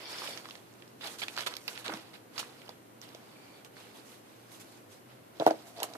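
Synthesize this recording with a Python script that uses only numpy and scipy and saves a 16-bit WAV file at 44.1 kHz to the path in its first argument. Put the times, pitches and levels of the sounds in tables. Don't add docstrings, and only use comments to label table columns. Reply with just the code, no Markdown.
import sys
import numpy as np
from scipy import signal
from scipy.fft import rfft, irfft, next_fast_len
from scipy.io import wavfile

SR = 44100
rng = np.random.default_rng(int(sys.argv[2]) if len(sys.argv) > 2 else 0)


def undo_db(level):
    steps = np.asarray(level, float) / 20
    return 10 ** steps


def to_wav(sig):
    pcm = np.clip(np.atleast_2d(sig), -1, 1) * 32767
    pcm = np.round(pcm).astype(np.int16)
    wavfile.write(sys.argv[1], SR, pcm.T)


N = 263277

# start_s, hold_s, crinkle_db, brightness_db
FILM_STROKES = [(0, 0.036, -49, -8), (.1, 0.16, -46, -4.5), (.235, 0.071, -46.5, -2),
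                (.35, 0.045, -50, -4.5), (.45, 0.12, -57, -3.5), (.6, 0.3, -67.5, -3),
                (1.045, 0.03, -44.5, -3.5), (1.1, 0.044, -51.5, 0), (1.235, 0.11, -53, -1.5),
                (1.41, 0.022, -50, -1), (1.505, 0.01, -47, -7), (1.58, .1, -59.5, 0.5),
                (1.7, 0.035, -51, 0), (1.79, 0.0087, -50, -2.5), (1.9, 0.07, -47.5, -6.5),
                (2.02, 0.15, -61, -6.5), (2.36, 0.076, -51, -4.5), (2.47, .24, -59.5, -5)]
# start_s, hold_s, crinkle_db, brightness_db
CLOTH_STROKES = [(3.04, 0.12, -59, -6), (3.2, 0.4, -62, -6), (3.77, 0.045, -56.5, -3),
                 (3.85, 0.062, -59.5, -6), (3.96, 0.03, -56, -2), (4.06, 0.088, -60.5, 2.5),
                 (4.25, 0.3, -66.5, -2), (4.52, 0.036, -58.5, 3.5), (4.62, 0.1, -62.5, -0.5),
                 (4.72, 0.059, -62.5, -0.5), (4.92, 0.022, -60.5, 0.5), (5.1, 0.023, -60.5, -12)]
# start_s, hold_s, crinkle_db, brightness_db
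LID_STROKES = [
    (5.36, .04, -62.5, -4),
    (5.43, 0.056, -51, -5),
    (5.53, 0.089, -59, -4),
    (5.675, 0.0092, -59.5, 4),
    (5.755, .04, -66, 3),
    (5.805, 0.012, -48, -8),
    (5.85, 0.027, -66, 9),
    (5.89, 0.068, -57.5, -4),
]
# start_s, length_s, crinkle_db, tilt_db_per_octave, brightness_db
FLURRIES = [(0.442, 0.017, -49.5, -3, -18), (1.007, 0.065, -45.5, 2, -22), (1.184, 0.021, -45, 4.5, 1.5),
            (1.216, 0.02, -37, 0.5, -10.5), (1.358, 0.023, -45.5, -2, -8), (1.379, 0.018, -36, 1, -12),
            (1.401, 0.021, -44, -2, -3), (1.4618, 0.014, -34.5, -3, -5), (1.68, 0.004, -36, -1.5, -18),
            (1.75, 0.018, -45, 3, -20), (1.843, .014, -41.5, 1, -9), (1.855, 0.023, -41, -4, -10),
            (1.886, 0.015, -44, -5.5, -18), (1.917, 0.02, -46, -6.5, -10), (2.132, 0.024, -51, -1, -10),
            (2.3795, .006, -41, 4, -6), (2.391, 0.0097, -36.5, 0.5, -1.5), (3.021, 0.018, -51.5, 0.5, -4.5),
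            (3.647, 0.018, -59.5, -7.5, 0), (4.596, 0.025, -57.5, 0, 3), (5.762, 0.024, -54, 4, -7)]
# start_s, length_s, hollow_db, brightness_db
SCUFFS = [
    (5.401, 0.02, -39, -20),
    (5.462, 0.014, -28, -15.5),
    (5.499, 0.013, -36, -21),
    (5.832, 0.0071, -41.5, 2),
    (5.947, 0.0082, -49, -7),
]
# start_s, hold_s, lowest_band_db, upper_bands_db
SLIDES = [
    (.06, .27, -56, -50),
    (3.36, .21, -62, -80),
]
# pitch_hz, width_hz, level_db
SINGING_BANDS = [(2360, 70, -3), (3600, 420, -3), (4460, 330, -3), (4880, 220, -4), (5310, 170, -2),
                 (5620, 140, -6)]
# start_s, peak_db, pitch_hz, ring_cycles
PINGS = [(.276, -31, 2960, 40), (.307, -40, 3520, 40), (.335, -42, 3460, 30), (.184, -36, 5330, 70),
         (.106, -44, 5230, 70), (1.185, -44, 3700, 25), (1.194, -35, 4420, 25), (1.200, -46, 2350, 25),
         (1.218, -34, 2300, 40), (1.2245, -42, 4100, 35), (1.228, -33, 2330, 35), (1.229, -39, 3420, 35),
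         (1.230, -36, 4910, 67), (1.236, -26.5, 3360, 34), (1.6795, -36, 4030, 22), (1.6797, -27, 2800, 35),
         (1.681, -34, 2110, 22), (1.6795, -40, 9020, 30), (1.6795, -42, 11700, 30),
         (2.6918, -34.5, 875, 3.7), (2.692, -38, 4600, 28), (1.8955, -34, 950, 4.0), (1.898, -36, 520, 5.4),
         (1.283, -33, 2150, 18), (1.375, -35, 1390, 14), (1.392, -35, 1510, 16), (1.392, -38, 750, 8.7),
         (1.464, -35, 2000, 14), (1.519, -44, 1600, 14), (1.539, -41, 1450, 10), (1.568, -39, 1950, 13),
         (1.848, -42, 2800, 20), (1.872, -40, 1700, 20), (2.380, -34, 4450, 40), (2.384, -33, 4400, 45),
         (2.380, -36, 1370, 18), (2.364, -44, 1250, 5), (2.395, -38, 3600, 30), (.375, -40, 1900, 8),
         (2.680, -42, 3000, 20), (2.704, -44, 1000, 4.0), (3.030, -48, 3200, 30), (3.036, -46, 4000, 30),
         (3.026, -48, 4600, 30)]
# start_s, peak_db, pitch_hz
TAPS = [(.219, -31.5, 1160), (.287, -35.5, 590), (.4555, -37, 1190), (.489, -38, 1230), (1.048, -37.5, 780),
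        (1.229, -36.5, 790), (1.376, -24.5, 1470), (1.391, -31, 1450), (1.466, -36, 677), (1.867, -38, 680),
        (1.886, -33, 470), (1.895, -29.5, 794), (1.904, -39.5, 325), (1.927, -37, 620), (1.938, -36, 730),
        (1.935, -39, 210), (1.947, -43, 313), (1.965, -43, 300), (2.379, -34, 1440), (2.399, -34, 940),
        (2.429, -34, 1170), (2.696, -45, 600), (3.149, -43, 625), (3.768, -40.5, 1880)]
# start_s, peak_db, pitch_hz,
# top_end_db
SNAPS = [(0.2202, -39, 2600, -10), (0.2784, -40, 2700, -10), (0.3374, -43, 3000, -11),
         (0.3752, -28, 3900, -16), (0.488, -40, 3860, -14), (.509, -34.5, 2830, -19),
         (0.5538, -36, 3100, -10), (0.823, -40, 2730, -21), (1.011, -39, 2570, -16),
         (1.072, -31, 3480, -26), (1.283, -24.5, 2550, -33), (1.366, -28, 4000, -19),
         (1.377, -21.5, 3320, -21), (1.3919, -27, 2700, -20), (1.4075, -24, 3400, -14),
         (1.4238, -31, 3250, -14), (1.466, -29, 3300, -17), (1.4714, -24, 3540, -20),
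         (1.539, -28, 3830, -15), (1.5536, -35, 3610, -4), (1.5675, -26, 3960, -3.5),
         (1.6798, -22.5, 3780, -3), (1.7766, -30, 2700, -14), (1.8625, -27, 3450, -25),
         (1.8808, -24, 2880, -21), (1.895, -35, 2820, -19), (1.9383, -28.5, 3700, -23),
         (1.973, -36, 3220, -7), (2.3798, -24, 4030, -8), (2.384, -28, 3960, -11),
         (.456, -38.5, 3130, -17), (.499, -39.5, 3910, -13), (.727, -52, 5060, -20), (.739, -47, 5000, -20),
         (0.878, -49, 4800, -12), (2.3647, -42, 4000, -4), (2.4295, -39, 3830, -13),
         (2.6177, -44, 2370, -11), (2.693, -35.5, 4270, -4), (3.016, -36, 4800, -5), (3.09, -43.5, 3470, 0),
         (3.1487, -38, 3730, -8), (3.648, -39.5, 2670, 0), (3.7674, -56, 2720, -13),
         (5.3988, -28, 2900, -14), (5.465, -21, 4530, -2), (5.508, -30.5, 3440, -20),
         (5.8027, -29.5, 4300, -28), (5.8313, -16, 4020, 6), (5.841, -45, 4030, -4),
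         (5.937, -35, 4500, -21)]
# start_s, peak_db, pitch_hz
KNOCKS = [(5.3988, -24, 620), (5.406, -23.5, 635), (5.4125, -25, 810), (5.417, -50, 900),
          (5.4215, -20.5, 665), (5.429, -39, 700), (5.457, -56, 600), (5.4652, -4, 770),
          (5.4662, -32, 1330), (5.4688, -28, 503), (5.4748, -10, 690), (5.4765, -30, 1620),
          (5.4795, -24, 1050), (5.487, -21, 710), (5.5092, -16, 700), (5.5125, -29, 790), (5.521, -34, 646),
          (5.541, -38, 560), (5.788, -40, 720), (5.802, -33.5, 770), (5.8224, -25, 844), (5.84, -31.5, 746),
          (5.845, -39, 736), (5.853, -42, 740), (5.951, -39, 960), (5.957, -38, 790)]
# start_s, peak_db, pitch_hz
THUDS = [
    (5.399, -40.5, 151),
    (5.466, -36, 152),
    (5.6, -65, 141),
]
# start_s, peak_db, pitch_hz, ring_cycles
LID_RINGS = [(5.399, -27, 340, 14), (5.3986, -30, 930, 4.0), (5.408, -35, 740, 16), (5.466, -21, 332, 20),
             (5.466, -40, 210, 10), (5.4655, -19, 476, 24), (5.466, -38, 2080, 14), (5.474, -30, 1600, 35),
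             (5.470, -33, 1080, 20), (5.4215, -30, 680, 14), (5.822, -44, 2100, 10), (5.803, -46, 2200, 12),
             (5.509, -29, 320, 25), (5.511, -31, 780, 14), (5.8312, -32, 8700, 25), (5.8312, -26, 4100, 25),
             (5.8312, -27.5, 3000, 28)]
# start_s, hold_s, level_db
NUDGES = [
    (5.666, 0.015, -56),
    (5.773, 0.077, -52.5),
    (5.88, 0.044, -53.5),
]
# pitch_hz, level_db, t60_s
LID_MODES = [(206, -28, .08), (330, 0, .18), (490, -4, .12), (670, -12, .11), (775, -12, .08),
             (906, -13, .06), (1013, -19, .05), (1370, -16, .05), (1593, -11, .09)]
# pitch_hz, level_db (per Hz)
CRINKLE_SPECTRUM = [(951, -5), (1420, -2), (1760, -4), (2360, -4), (4210, -3.5), (7000, -13)]
# pitch_hz, level_db (per Hz)
HISS_SPECTRUM = [(5500, 2.5), (7000, -6.5), (10000, -4), (13000, -7), (14600, -20)]
# pitch_hz, level_db (per Hz)
ROOM_SPECTRUM = [(28, -25), (80, -32), (114, -11), (161, -12.5), (260, -5), (900, -15), (5550, -31),
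                 (14000, -30.5)]
# pitch_hz, correlation (-1 to 1)
ROOM_LIKENESS = [(30, .2), (70, -0.13), (150, 0.97), (380, 0.31), (950, -0.37), (2380, 0.26), (5970, -0.31),
                 (15000, 0.081)]

STEP = 64
FILM_LAG, LID_LAG, CLOTH_LAG = 6, 12, 19
CLOTH_FROM_S, CLOTH_TO_S = 3.5, 5.0
RISE_DB_PER_S, FALL_DB_PER_S = 403, 201
SLIDE_RISE_DB_PER_S, SLIDE_FALL_DB_PER_S = 204, 300
HOLLOW_FOLLOWS, HOLLOW_PER_BRIGHT = 0.8, -0.32
FILM_HOLLOW_DB, CLOTH_HOLLOW_DB, LID_HOLLOW_DB = -58, -57.5, -54.5
FLURRY_HOLLOW_DB, HOLLOW_PER_TILT = -12, -1.7
SCUFF_CRINKLE_DB, SCUFF_TILT_DB = -11.5, -11
HOLLOW_TILT_DB = 10
EDGE_HZ = 5700
PARTNER_HZ, PARTNER_DB = 4540, -5.5
PATCH_CYCLES, PATCH_DB, PATCH_SPREAD = 7.1, -6.5, 0.35
SNAP_PAN_DB = -8
NUDGE_HZ, NUDGE_T60_S = 690, 0.038
ROOM_DB = -57
HUM_HZ, HUM_WIDTH_HZ, HUM_DB = 119.4, 9.2, -68
ROOM_T60_S, WALL_CUT_HZ, WET_DB = 0.2, 12000, -17.5
CUTOFF_HZ = 14500


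def rms_one(x):
    return x / np.sqrt(np.mean(x ** 2) + 1e-20)


def at_hz(points, hz):
    pitch_hz, level = np.array(points).T
    return np.interp(np.log(hz), np.log(np.maximum(pitch_hz, 1)), level)


def band(x, low_hz, high_hz):
    sos = signal.butter(2, [low_hz, min(high_hz, SR / 2.2)], "band", fs=SR, output="sos")
    return signal.sosfilt(sos, x)


def no_bass(x, hz):
    return signal.sosfilt(signal.butter(4, hz, "high", fs=SR, output="sos"), x)


def no_top(x):
    return signal.sosfilt(signal.cheby2(6, 25, EDGE_HZ * 1.08, fs=SR, output="sos"), x)


def drift(rate):
    r = np.exp(-80 * np.pi * rate / SR)
    noise = rng.standard_normal(N // 40 + 2002)
    slow = signal.lfilter([1], [1, -2 * r, r * r], noise)[2000:]
    return np.interp(np.arange(N) / 40, np.arange(len(slow)), rms_one(slow))


def ring(clicks, hz, t60):
    r = undo_db(-60 / (t60 * SR))
    w = 2 * np.pi * hz / SR
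    return signal.lfilter([0, np.sin(w)], [1, -2 * r * np.cos(w), r * r], clicks + 1e-18)


def add(track, s, sound):
    i = round(s * SR)
    track[..., i:i + sound.shape[-1]] += sound[..., :N - i]


def ports(x, pan_db, count):
    left, right = x * np.ones((2, 1))
    late = np.concatenate([np.zeros(count), left[:len(left) - count]])
    return np.array([late * undo_db(pan_db / 2), right * undo_db(-pan_db / 2)])


def stroke_db(s, hold, rise, fall):
    t = np.arange(0, N + STEP, STEP) / SR
    return -rise * np.maximum(s - t, 0) - fall * np.maximum(t - s - hold, 0)


def every_sample(rows):
    return np.array([np.interp(np.arange(N) / STEP, np.arange(len(row)), row) for row in rows])


def grains(per_s, spread_db, clump_db, alike):
    sizes = undo_db(spread_db * np.minimum(rng.exponential(1, N), 3.0)) * rng.choice([-1, 1], N)
    rate = per_s * undo_db(clump_db * np.clip(drift(25), -2, 1.3))
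    born = sizes * (rng.random(N) < rate / SR)
    share = np.clip(alike, 0, 1)
    return born * (np.sqrt(share) + np.sqrt(1 - share) * rng.standard_normal((2, N)))


def patches(source, spectrum, low_hz, high_hz, count, cycles, patchy_db, tilt_db=0):
    pitches = np.geomspace(low_hz, high_hz, count)
    dealt = rng.integers(0, count, N)
    out = 0
    for k, hz in enumerate(pitches):
        level_db = at_hz(spectrum, hz) + patchy_db * drift(31.0) + tilt_db * np.log2(hz / 2800)
        gain = undo_db(level_db) * np.sqrt(hz)
        out = out + gain * rms_one(ring(source * (dealt == k), hz, cycles / hz))
    return rms_one(out)


def effort():
    slow, tilt, t = 0, np.zeros(N), np.arange(5000) / SR
    hands = [(FILM_STROKES, FILM_HOLLOW_DB), (CLOTH_STROKES, CLOTH_HOLLOW_DB),
             (LID_STROKES, LID_HOLLOW_DB)]
    for strokes, base_db in hands:
        for s, hold, db, bright_db in strokes:
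            hollow_db = base_db + HOLLOW_FOLLOWS * (db + 55) + HOLLOW_PER_BRIGHT * bright_db
            shape = undo_db(stroke_db(s, hold, RISE_DB_PER_S, FALL_DB_PER_S))
            slow = slow + (undo_db(np.array([[db], [db + bright_db], [hollow_db]])) * shape) ** 2
    power = every_sample(slow)
    bursts = []
    for s, length, db, tilt_db, bright_db in FLURRIES:
        hollow_db = db + FLURRY_HOLLOW_DB + HOLLOW_PER_TILT * tilt_db
        bursts.append((s, length, [db, db + bright_db, hollow_db], tilt_db))
    for s, length, db, bright_db in SCUFFS:
        bursts.append((s, length, [db + SCUFF_CRINKLE_DB, db + bright_db, db], SCUFF_TILT_DB))
    for s, length, levels_db, tilt_db in bursts:
        shape = (1 - np.exp(-t / 0.0013)) * np.exp(-np.maximum(t - length, 0) / 0.011)
        add(power, s, (undo_db(np.array(levels_db))[:, None] * shape) ** 2)
        add(tilt, s, tilt_db * shape)
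    return *np.sqrt(power), tilt


def rubbing():
    crinkle_gain, hiss_gain, hollow_gain, tilt = effort()
    crinkle = patches(grains(12000, 0.51, .6, 0.28), CRINKLE_SPECTRUM, 985, 5770,
                      count=14, cycles=23, patchy_db=3.0, tilt_db=tilt)
    crinkle = no_top(crinkle)
    hiss = patches(grains(16000, 0.52, 0.96, 0.062), HISS_SPECTRUM, 5830, 11950,
                   count=7, cycles=5.7, patchy_db=2.5)
    slips = grains(1200, 1.0, 3.0, 1.0)
    hollow = 0
    for hz, db, t60 in LID_MODES[1:6]:
        gain = undo_db(db + HOLLOW_TILT_DB * np.log2(hz / 600))
        hollow = hollow + gain * ring(slips, hz, 0.088 * t60)
    hollow = rms_one(hollow)
    sleeve = (np.arange(N) > CLOTH_FROM_S * SR) & (np.arange(N) < CLOTH_TO_S * SR)
    for layer in crinkle, hiss:
        layer[0] = np.where(sleeve, np.roll(layer[0], CLOTH_LAG - FILM_LAG), layer[0])
    return (ports(crinkle_gain * crinkle, -5.5, count=FILM_LAG)
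            + ports(hiss_gain * hiss, -3.3, count=FILM_LAG)
            + ports(hollow_gain * hollow, -0.74, count=FILM_LAG))


def room_tone():
    out, edges = 0, 24 * 2 ** np.arange(0, 9.6, .5)
    white = rng.standard_normal((2, 2, N))
    for k, (low, high) in enumerate(zip(edges, edges[1:])):
        mid, side = band(white[k % 2], low, high)
        hz = np.sqrt(low * high)
        alike = np.clip(at_hz(ROOM_LIKENESS, hz), -1, 1)
        gain = undo_db(at_hz(ROOM_SPECTRUM, hz) + 0.085 * drift(8.4))
        out = out + gain * (np.sqrt(1 + alike) * mid + np.sqrt(1 - alike) * side * [[1], [-1]])
    phase = 2 * np.pi * np.cumsum(HUM_HZ + HUM_WIDTH_HZ / 2 * drift(9)) / SR
    hum = np.sqrt(2) * undo_db(HUM_DB + 2.5 * drift(7)) * np.sin(phase)
    return undo_db(ROOM_DB) * out / out.mean(axis=0).std() + hum


def walls(x):
    size = next_fast_len(N + SR)
    w = 2 * np.pi * np.arange(size // 2 + 1) / size
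    dull = 1 / (1 + 1j * w * SR / (2 * np.pi * WALL_CUT_HZ))
    lags = rng.uniform(.006, .03, (2, 5)) * SR
    echo = np.zeros((2, len(w)), complex)
    for side, row in enumerate(lags):
        for k, lag in enumerate(row):
            loop = undo_db(-60 * lag / SR / ROOM_T60_S) * dull * np.exp(-1j * w * lag)
            echo[side] += (-1) ** k * loop / (1 - loop)
    return irfft(echo * rfft(x, size), size)[:, :N]


def sliding():
    friction = grains(6000, 2.0, 1.8, 0.087)
    levels = []
    for s, hold, *db in SLIDES:
        levels.append(stroke_db(s, hold, SLIDE_RISE_DB_PER_S, SLIDE_FALL_DB_PER_S) + np.array(db)[:, None])
    lowest_db, upper_db = every_sample(np.max(levels, axis=0))
    hz, width, db = SINGING_BANDS[0]
    lowest = rms_one(ring(friction, hz, 2.6 / width))
    partner = rms_one(ring(friction, PARTNER_HZ, 3.2 / width))
    out = undo_db(lowest_db + db) * (lowest + undo_db(PARTNER_DB) * partner)
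    stroke = SR // 2
    swell = drift(22)
    for k, (hz, width, db) in enumerate(SINGING_BANDS[1:]):
        line = rms_one(ring(friction[:, :stroke], hz, 2.8 / width))
        own_swell = swell[k * stroke:(k + 1) * stroke]
        add(out, 0, undo_db(upper_db[:stroke] + db + 0.48 * own_swell) * line)
    return out


def pings(table, onset_cycles):
    out, click = np.zeros(N), np.eye(1, 4000)[0]
    for s, peak_db, hz, cycles in table:
        push = ring(click, hz, onset_cycles / hz)
        sound = ring(push, hz, cycles / hz)
        add(out, s, -undo_db(peak_db) * sound / np.abs(sound).max())
    return out


def thumps(table, cycles, modes_db, shorten):
    out, click = np.zeros(N), np.eye(1, 3000)[0]
    for s, peak_db, hz in table:
        push = ring(ring(click, hz, cycles / hz), hz, cycles / hz)
        push = push / np.abs(push).max()
        strength_db = rng.normal(0, 3, len(LID_MODES))
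        body = 0
        for (f, db, t60), d in zip(LID_MODES, strength_db):
            body = body + undo_db(db + d) * ring(push, f, shorten * t60) * f / SR
        add(out, s, -undo_db(peak_db) * (push + undo_db(modes_db) * body))
    return out


def snaps():
    out, t = np.zeros((2, N)), np.arange(900) / SR
    for s, peak_db, hz, top_db in SNAPS:
        chance = rng.standard_normal(len(t)) + 2.0 * rng.standard_normal((2, len(t)))
        decay = 0.65 * np.exp(-t / 0.0016) + 0.095 * np.exp(-t / 0.02)
        spray = 8.9 * (t == 0) + chance * decay
        body = band(spray, hz / 1.3, hz * 1.45) + 0.6 * band(spray, hz / 2.0, hz * 1.2)
        for f in hz * 2 ** (PATCH_SPREAD * rng.standard_normal(3)):
            patch = ring(spray, min(f, SR / 3), PATCH_CYCLES / f)
            body = body + undo_db(PATCH_DB) * np.pi * f / SR * patch
        top = band(spray, 6200, 15000)
        sound = ports(body / np.abs(body).max(), SNAP_PAN_DB, count=FILM_LAG)
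        sound = sound + ports(undo_db(top_db) * top / np.abs(top).max(), -2.0, count=FILM_LAG)
        add(out, s - .0002, undo_db(peak_db) * sound / np.abs(sound.mean(axis=0)).max())
    return out


def nudging():
    levels = [db + stroke_db(s, hold, RISE_DB_PER_S, SLIDE_FALL_DB_PER_S) for s, hold, db in NUDGES]
    level_db = every_sample([np.max(levels, axis=0)])[0]
    slips = rng.standard_normal(N) * (rng.random(N) < 900 / SR)
    return undo_db(level_db) * rms_one(ring(slips, NUDGE_HZ, NUDGE_T60_S))


def scene():
    tray = ports(pings(PINGS, onset_cycles=4.2), -6.5, count=FILM_LAG)
    tray = tray + ports(thumps(TAPS, cycles=5.9, modes_db=-50, shorten=0.78), -1.3, count=FILM_LAG)
    lid = ports(thumps(KNOCKS, cycles=4.86, modes_db=2.5, shorten=0.32), -0.37, count=LID_LAG)
    lid = lid + ports(pings(LID_RINGS, onset_cycles=1.2), -.4, count=LID_LAG)
    table = thumps(THUDS, cycles=4.6, modes_db=-33, shorten=.6)
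    near = no_bass(rubbing() + no_top(sliding()) + snaps() + lid + nudging(), 310)
    near = near + no_bass(tray, 170) + no_bass(table, 110)
    return near + undo_db(WET_DB) * walls(near.mean(axis=0)) + room_tone()


def roll_off(x):
    return signal.sosfilt(signal.butter(12, 15400, fs=SR, output="sos"), x)


def record(dry):
    low_pass = signal.ellip(8, .5, 30, CUTOFF_HZ, fs=SR, output="sos")
    mix = signal.sosfilt(low_pass, dry)
    return roll_off(mix)


dry = scene()
out = record(dry)
to_wav(out)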